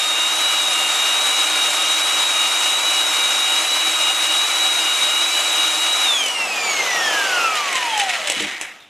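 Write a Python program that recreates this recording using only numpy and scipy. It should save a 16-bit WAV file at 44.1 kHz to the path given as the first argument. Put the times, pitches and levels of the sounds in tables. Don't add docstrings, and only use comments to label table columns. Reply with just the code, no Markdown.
import sys
import numpy as np
from scipy import signal
from scipy.fft import rfft, irfft
from scipy.io import wavfile
from scipy.ndimage import uniform_filter1d

SR = 44100
rng = np.random.default_rng(int(sys.argv[2]) if len(sys.argv) > 2 else 0)


def log_audio(samples):
    frames = np.atleast_2d(samples).T
    limited = np.clip(frames, -1, 1)
    pcm = np.round(limited * 32767).astype(np.int16)
    wavfile.write(sys.argv[1], SR, pcm)


N = 392049
T = np.arange(N) / SR
HZ = np.fft.rfftfreq(N, 1 / SR)

# time in seconds, speed gained in turns per second.
STROKES = [(0.459, 9.5), (1.31, 5.7), (2.08, 5.1), (2.87, 7.85), (3.73, 7.5), (4.54, 6.7), (5.35, 7.3),
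           (6.02, 4.55)]
# time in seconds, share.
LOADED_SHARE = [(0, 1), (6.05, 0.8), (6.7, 0.16)]
# time in seconds, level in dB.
PINION_LEVEL = [(0, -21.9), (6.0, -22.5), (6.08, -17.5), (6.3, -24.5), (6.65, -27.5), (6.95, -25),
                (7.2, -25), (7.45, -21), (7.66, -30.5), (7.82, -28.5), (7.94, -24), (8.09, -26.5),
                (8.16, -36.5), (8.34, -45)]
# multiple of shaft speed, level when loaded in dB, level when coasting in dB.
WEAK_TONES = [(4, -24.5, -33.5), (7.5, -40.5, -41), (8, -44, -52), (9, -64, -25), (10, -39, -49),
              (17, -64, -50), (18, -34, -43), (20.5, -39.5, -43)]
# frequency in Hz, gain in dB.
HOUSING = [(100, -27), (320, -21), (1200, -14), (2000, -21), (2500, 1), (3100, -8), (4200, -7),
           (5500, -10.5), (6700, -0.5), (7600, -13), (9000, -24), (11400, -20.5), (16000, -34)]
# multiple of shaft speed, level when loaded in dB, level when coasting in dB.
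UPPER_TONES = [(22, -51, -47), (24, -37, -41.5), (36, -49, -47), (44, -74, -47)]
# multiple of shaft speed, resonance in Hz, half width in Hz, peak level in dB.
SINGING = [(22, 3200, 380, -30), (22, 2430, 160, -27.5), (22, 1900, 80, -28.5), (24, 6500, 330, -32),
           (24, 4550, 320, -35), (24, 2670, 260, -28), (36, 8200, 670, -41.5), (36, 6740, 340, -28),
           (36, 5800, 400, -31.5), (44, 3130, 130, -25.5)]

# time in seconds, level in dB.
RUB_LEVEL = [(0, -29.5), (1.0, -28), (6.08, -29), (6.25, -34)]
# frequency in Hz, gain in dB.
RUB_COLOUR = [(30, -28), (130, -28), (200, -20), (320, -8.5), (480, -7.5), (700, 0), (1400, 1.5),
              (1750, -1.5), (2700, 1), (3900, -1), (4600, -5.5), (6700, -3), (9800, -7), (15000, -26.5)]
# frequency in Hz, width in Hz, height in dB.
RUB_MODES = [(597, 19, 5.2), (769, 19, 5.2), (1230, 53, 3.3), (1431, 12, 6.2), (2330, 125, 6),
             (2980, 71, 3), (3880, 260, 3.6)]
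# time in seconds, level in dB.
COAST_LEVEL = [(6.05, -38), (6.45, -26.5), (6.75, -22.5), (7.35, -22), (8.0, -31), (8.3, -31), (8.7, -43.5),
               (8.89, -56)]
# frequency in Hz, gain in dB.
COAST_COLOUR = [(30, -42), (100, -27), (200, -15), (320, -8), (520, -1), (1000, 0.5), (1700, -2.5),
                (2900, -1), (4300, -8), (6500, -7), (9500, -16.5), (13000, -22), (15000, -36)]
# frequency in Hz, width in Hz, height in dB.
COAST_MODES = [(738, 160, 5.8), (1285, 50, 7.5), (2750, 600, 2.9)]

# time in seconds, peak level in dB.
CLACKS = [(6.2379, -11.5), (6.261, -6), (6.283, -11), (7.5542, -9), (7.728, -10), (7.7542, -6),
          (7.9759, -6.5), (7.9963, -5.5), (8.0374, -15), (8.093, -11), (8.2724, -7), (8.2991, -2.5),
          (8.319, -6.5), (8.4054, -11.5), (8.4234, -13), (8.6119, -7.5), (8.625, -17)]
# frequency in Hz, gain in dB.
CLACK_COLOUR = [(150, -22), (600, -2), (1200, -12), (2800, 2), (4500, -8), (7500, -2.5), (10000, -10.5),
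                (13000, -23), (15500, -34)]
# frequency in Hz, width in Hz, height in dB.
CLACK_MODES = [(3050, 67, 1.8), (5920, 61, 2.7), (7870, 210, 4.9)]
# start in seconds, level in dB, time to fall by 60 dB in seconds.
BUMPS = [(8.365, -35, 0.28), (8.40, -34, 0.24), (8.433, -34, 0.14)]
# frequency in Hz, gain in dB.
BUMP_COLOUR = [(40, -28), (120, -15), (175, -3), (250, -1), (340, -1), (480, -5), (700, -15), (2000, -45)]
# time in seconds, level in dB.
RATTLE_LEVEL = [(7.5, -37), (7.75, -25.5), (8.22, -28.5), (8.47, -26.5), (8.57, -32), (8.71, -37.5),
                (8.76, -51), (8.89, -64)]
# time in seconds, level in dB.
SHAKES = [(7.57, -24), (7.77, -29), (8.003, -22), (8.1, -28), (8.151, -26), (8.29, -28), (8.385, -32)]
# frequency in Hz, gain in dB.
RATTLE_COLOUR = [(150, -31), (600, -16), (1200, -13), (1650, -5), (1900, 0.5), (3000, 0.5), (4000, -5.5),
                 (4500, -9.5), (6500, -9.5), (10000, -16.5), (15000, -42)]
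# frequency in Hz, gain in dB.
SETTLED_COLOUR = [(150, -21), (600, -20), (1300, -7), (1900, 2), (2500, 1), (3100, -12), (4000, -12),
                  (4600, -32), (9000, -22), (15000, -31)]
# frequency in Hz, width in Hz, height in dB.
RATTLE_MODES = [(1910, 154, 5.1), (2210, 130, 4.3), (2550, 59, 6.1), (3000, 140, 4.3), (3370, 55, 1.9),
                (3940, 200, 6)]

# frequency in Hz, gain in dB.
AIR_COLOUR = [(30, -21), (120, -2.5), (250, 3), (1100, -1), (3500, 6), (4500, -20), (15000, -24)]
# frequency in Hz, time to fall by 60 dB in seconds.
ROOM_DECAY = [(200, 0.23), (2000, 0.5), (6000, 0.26), (14000, 0.26)]
# frequency in Hz, level in dB.
PORT_DIFFERENCE = [(100, -56), (1400, -99), (2400, -39.5), (4400, -6), (8000, -14), (12000, -2), (15000, 0)]

TEETH, BLADES = 12, 9
STROKE_RISE_S, STROKE_FALL_S, FIRST_STROKE_S, LAST_STROKE_S = 0.145, 0.165, 0.85, 0.52
RUN_HZ, EARLY_SAG_HZ, RUN_IN_S = 318.7, 6.4, 2.6
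FRICTION_HZ_PER_S, AIR_DRAG_HZ, REST_S = 66.85, 206, 8.987
BORE_HZ_PER_S, LIFT_S = 137, 6.25
FAN_DB, FAN_NEAR_DB, FAN_ECHO = -29.5, 1, 0.51
SWELLS_PER_STROKE, FAN_SWELL_AT = 3, 0.075
SHAKE_S = 0.014
CRACK_RING_S, CHATTER_RING_S = 0.012, 0.035
EDGE_HZ = 15400


def amp(db):
    return 10 ** (np.asarray(db) / 20)


def evened(x):
    return x / np.sqrt(np.mean(x ** 2) + 1e-20)


def curve(rows):
    return np.interp(T, *np.transpose(rows))


def level(rows, fade=0.16):
    outside = np.maximum(rows[0][0] - T, 0) + np.maximum(T - rows[-1][0], 0)
    return amp(curve(rows)) * np.exp(-outside / fade)


def read(points, hz):
    f, value = np.transpose(points)
    return np.interp(np.log(hz + 1), np.log(f + 1), value)


def wander(hz):
    return evened(irfft(rfft(rng.standard_normal(N)) / (1 + (HZ / hz) ** 2), N))


def waver(hz):
    shape = HZ / (1 + (HZ / hz) ** 2) ** 2
    return evened(irfft(rfft(rng.standard_normal(N)) * shape, N))


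def body(x, colour, modes=()):
    hz = np.fft.rfftfreq(4096, 1 / SR)
    db = read(colour, hz)
    for centre, width, height in modes:
        db = db + height / (1 + (2 * (hz - centre) / width) ** 2)
    log_gain = np.log(amp(np.r_[db, db[-2:0:-1]]))
    ring = np.fft.ifft(np.exp(np.conj(signal.hilbert(log_gain)))).real
    return signal.oaconvolve(x, ring / np.linalg.norm(ring))[:N]


def grit(per_s, share):
    sizes = 2 * rng.random(N) - 1
    ticks = sizes * (rng.random(N) < per_s / SR)
    return np.sqrt(1 - share) * rng.standard_normal(N) + np.sqrt(share) * evened(ticks)


def bursts(rows, rise=0.0016):
    out = np.zeros(N)
    for start, db, t60 in rows:
        part = out[round(start * SR):][:SR // 2]
        age = T[:len(part)]
        part += amp(db - 60 * age / t60) * (1 - np.exp(-age / rise))
    return out


def tone(turns, flutter_db, rough, rough_hz):
    shake = 1 + rough * (wander(rough_hz) + 1j * wander(rough_hz))
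    wave = (shake * np.exp(2j * np.pi * turns)).real
    return np.sqrt(2) * wave * amp(flutter_db * wander(11))


def shaft_speed():
    driven = RUN_HZ - EARLY_SAG_HZ * np.exp(-T / RUN_IN_S)
    for top, gained_hz in STROKES:
        away = np.maximum((top - T) / STROKE_RISE_S, (T - top) / STROKE_FALL_S)
        driven = driven + gained_hz * np.exp(-away ** 1.7)
    angle = np.clip((REST_S - T) * FRICTION_HZ_PER_S / AIR_DRAG_HZ, 0, np.pi / 2)
    free = AIR_DRAG_HZ * np.tan(angle)
    free = free + BORE_HZ_PER_S * np.maximum(LIFT_S - T, 0)
    return uniform_filter1d(np.minimum(driven, free), size=1500)


def fan_level():
    tops = [s for s, _ in STROKES]
    tops = [tops[0] - FIRST_STROKE_S, *tops, tops[-1] + LAST_STROKE_S]
    stroke = 2 * np.pi * np.interp(T, tops, np.arange(len(tops)))
    echo = FAN_ECHO * np.exp(1j * SWELLS_PER_STROKE * (stroke - 2 * np.pi * FAN_SWELL_AT))
    near = amp(-FAN_NEAR_DB * np.cos(stroke))
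    steady = level([(0, FAN_DB), (STROKES[-1][0], FAN_DB)], fade=0.35)
    return abs(1 + echo) * near * steady


def whine(speed, turns, loaded):
    waver_db = loaded * 1.38 * waver(6.5) + (1 - loaded) * 2.6 * waver(18)
    pinion = tone(turns * TEETH, flutter_db=0.22, rough=0.18, rough_hz=120)
    out = level(PINION_LEVEL) * amp(waver_db) * pinion
    out += fan_level() * tone(turns * BLADES, flutter_db=1.35, rough=0.22, rough_hz=60)
    turning = np.clip(speed / 70, 0, 1) ** 2
    shake = 1 + 0.37 * (wander(31) + 1j * wander(21))
    for multiple, loaded_db, coasting_db in WEAK_TONES:
        db = loaded * loaded_db + (1 - loaded) * coasting_db + read(HOUSING, multiple * speed)
        own_shake = np.roll(shake, rng.integers(N))
        wave = (own_shake * np.exp(2j * np.pi * multiple * turns)).real
        out += turning * amp(db) * wave * np.sqrt(2)
    return out


def upper_whine(speed, turns, loaded):
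    out = np.zeros(N)
    turning = np.clip(speed / 55, 0, 1) ** 4
    for multiple, loaded_db, coasting_db in UPPER_TONES:
        energy = amp(loaded * loaded_db + (1 - loaded) * coasting_db) ** 2
        for singer, hz, half_width, db in SINGING:
            if singer == multiple:
                nearness = np.exp(-((multiple * speed - hz) / half_width) ** 2)
                energy = energy + amp(db) ** 2 * nearness
        out += np.sqrt(energy) * tone(multiple * turns, flutter_db=1.25, rough=0.37, rough_hz=60)
    return turning * out


def shaft_hum(speed, turns, db=-49.5):
    strength = amp(db) * (speed / speed.max()) ** 1.66
    return strength * tone(turns, flutter_db=1.7, rough=0.049, rough_hz=18)


def beat_tone(turns, loaded, beat_hz=3902, db=-63):
    return amp(db) * loaded * np.sqrt(2) * np.sin(2 * np.pi * (beat_hz * T - TEETH * turns))


def rubbing(turns, gear_ratio=19.5, uneven_db=0.53):
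    press_db = 0.12 * np.sin(2 * np.pi * turns / gear_ratio)
    press_db = press_db + 0.34 * wander(100) + uneven_db * waver(9.2)
    drive = grit(per_s=3500, share=0.31) * amp(press_db) * level(RUB_LEVEL, fade=0.27)
    return amp(6.5) * body(drive, RUB_COLOUR, RUB_MODES)


def tooth_errors(turns, count=90, size=4096):
    multiples = np.arange(count)
    strengths = rng.standard_normal(count) + 1j * rng.standard_normal(count)
    flaws = irfft(strengths * (multiples > TEETH), size)
    return evened(np.interp(turns % 1, np.arange(size) / size, flaws))


def coasting(turns):
    chatter_db = 0.5 * np.sin(2 * np.pi * turns) + 0.78 * wander(50)
    flaws = amp(-10) * tooth_errors(turns) * curve([(7.7, 0.82), (8.2, 0)])
    drive = grit(per_s=3000, share=0.35) + flaws
    return amp(-0.5) * body(drive * amp(chatter_db) * level(COAST_LEVEL), COAST_COLOUR, COAST_MODES)


def knocks():
    crack = bursts([(s, db, CRACK_RING_S) for s, db in CLACKS], rise=0.00057)
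    crack = crack * rng.standard_normal(N)
    chatter = bursts([(s, db, CHATTER_RING_S) for s, db in CLACKS])
    chatter = chatter * grit(per_s=1700, share=0.39)
    clacks = body(amp(-5.0) * crack + amp(-10.5) * chatter, CLACK_COLOUR, CLACK_MODES)
    return clacks + body(bursts(BUMPS) * rng.standard_normal(N), BUMP_COLOUR)


def rattling():
    shaken = level(RATTLE_LEVEL, fade=0.03)
    for s, db in SHAKES:
        shaken = shaken + amp(db) * np.exp(-((T - s) / SHAKE_S) ** 2)
    drive = grit(per_s=990, share=0.46) * amp(2.0 * wander(100)) * shaken
    settled = curve([(8.4, 0.14), (8.65, 0.96)])
    lively = body(drive * np.sqrt(1 - settled), RATTLE_COLOUR, RATTLE_MODES)
    dull = body(drive * settled, SETTLED_COLOUR, RATTLE_MODES)
    return amp(0.5) * lively + dull


def last_tick(start=8.8, db=-43, t60=0.17):
    colour = [(500, -18), (3000, -23), (3600, -5), (4300, -18), (12000, -31)]
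    hiss = bursts([(start, db, t60)]) * rng.standard_normal(N)
    return body(hiss, colour, [(3580, 380, 7.3)])


def uneven_gain(x, patchy_db=2.0):
    hz, _, z = signal.stft(x, SR, nperseg=512)
    patches = uniform_filter1d(rng.standard_normal(z.shape), size=3, axis=0)
    patches = evened(uniform_filter1d(patches, size=3, axis=1))
    depth_db = patchy_db * read([(1500, 0.11), (5000, 1)], hz)[:, None]
    gain_db = depth_db * patches - 0.068 * depth_db ** 2
    return signal.istft(z * amp(gain_db), SR, nperseg=512)[1][:N]


def room(x):
    taps = rng.choice([-1., 1.], SR) * (rng.random(SR) < 2000 / SR)
    taps = taps * (T[:SR] > 0.004)
    hz, t, z = signal.stft(taps, SR, nperseg=256)
    decay = amp(-60 * t / read(ROOM_DECAY, hz)[:, None])
    tail = signal.istft(z * decay, SR, nperseg=256)[1]
    return signal.fftconvolve(x, tail / np.linalg.norm(tail))[:N]


def ports(mono, diffuse):
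    hz, _, z = signal.stft(diffuse, SR, nperseg=256)
    lag = 1j * rng.choice([-1., 1.], z.shape) * amp(read(PORT_DIFFERENCE, hz))[:, None]
    side = amp(1.0) * signal.istft(z * lag, SR, nperseg=256)[1][:N]
    return np.array([mono + side, mono - side])


def scene():
    speed, loaded = shaft_speed(), curve(LOADED_SHARE)
    turns = np.cumsum(speed * (1 + 0.00048 * wander(23))) / SR
    tones = whine(speed, turns, loaded) + upper_whine(speed, turns, loaded)
    hums = shaft_hum(speed, turns) + beat_tone(turns, loaded)
    friction = amp(0.43) * uneven_gain(rubbing(turns) + coasting(turns) + rattling())
    hits = knocks() + last_tick()
    echo = room(amp(-18) * tones + amp(-14.5) * friction + amp(-6.5) * hits)
    air = amp(-52) * body(rng.standard_normal(N), AIR_COLOUR)
    diffuse = friction + hits + echo + air
    return ports(tones + hums + diffuse, diffuse)


def record(dry):
    low_pass = signal.firwin(511, EDGE_HZ, window=("kaiser", 9), fs=SR)
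    return signal.oaconvolve(dry, low_pass[None], "same")


dry = scene()
out = record(dry)
log_audio(out)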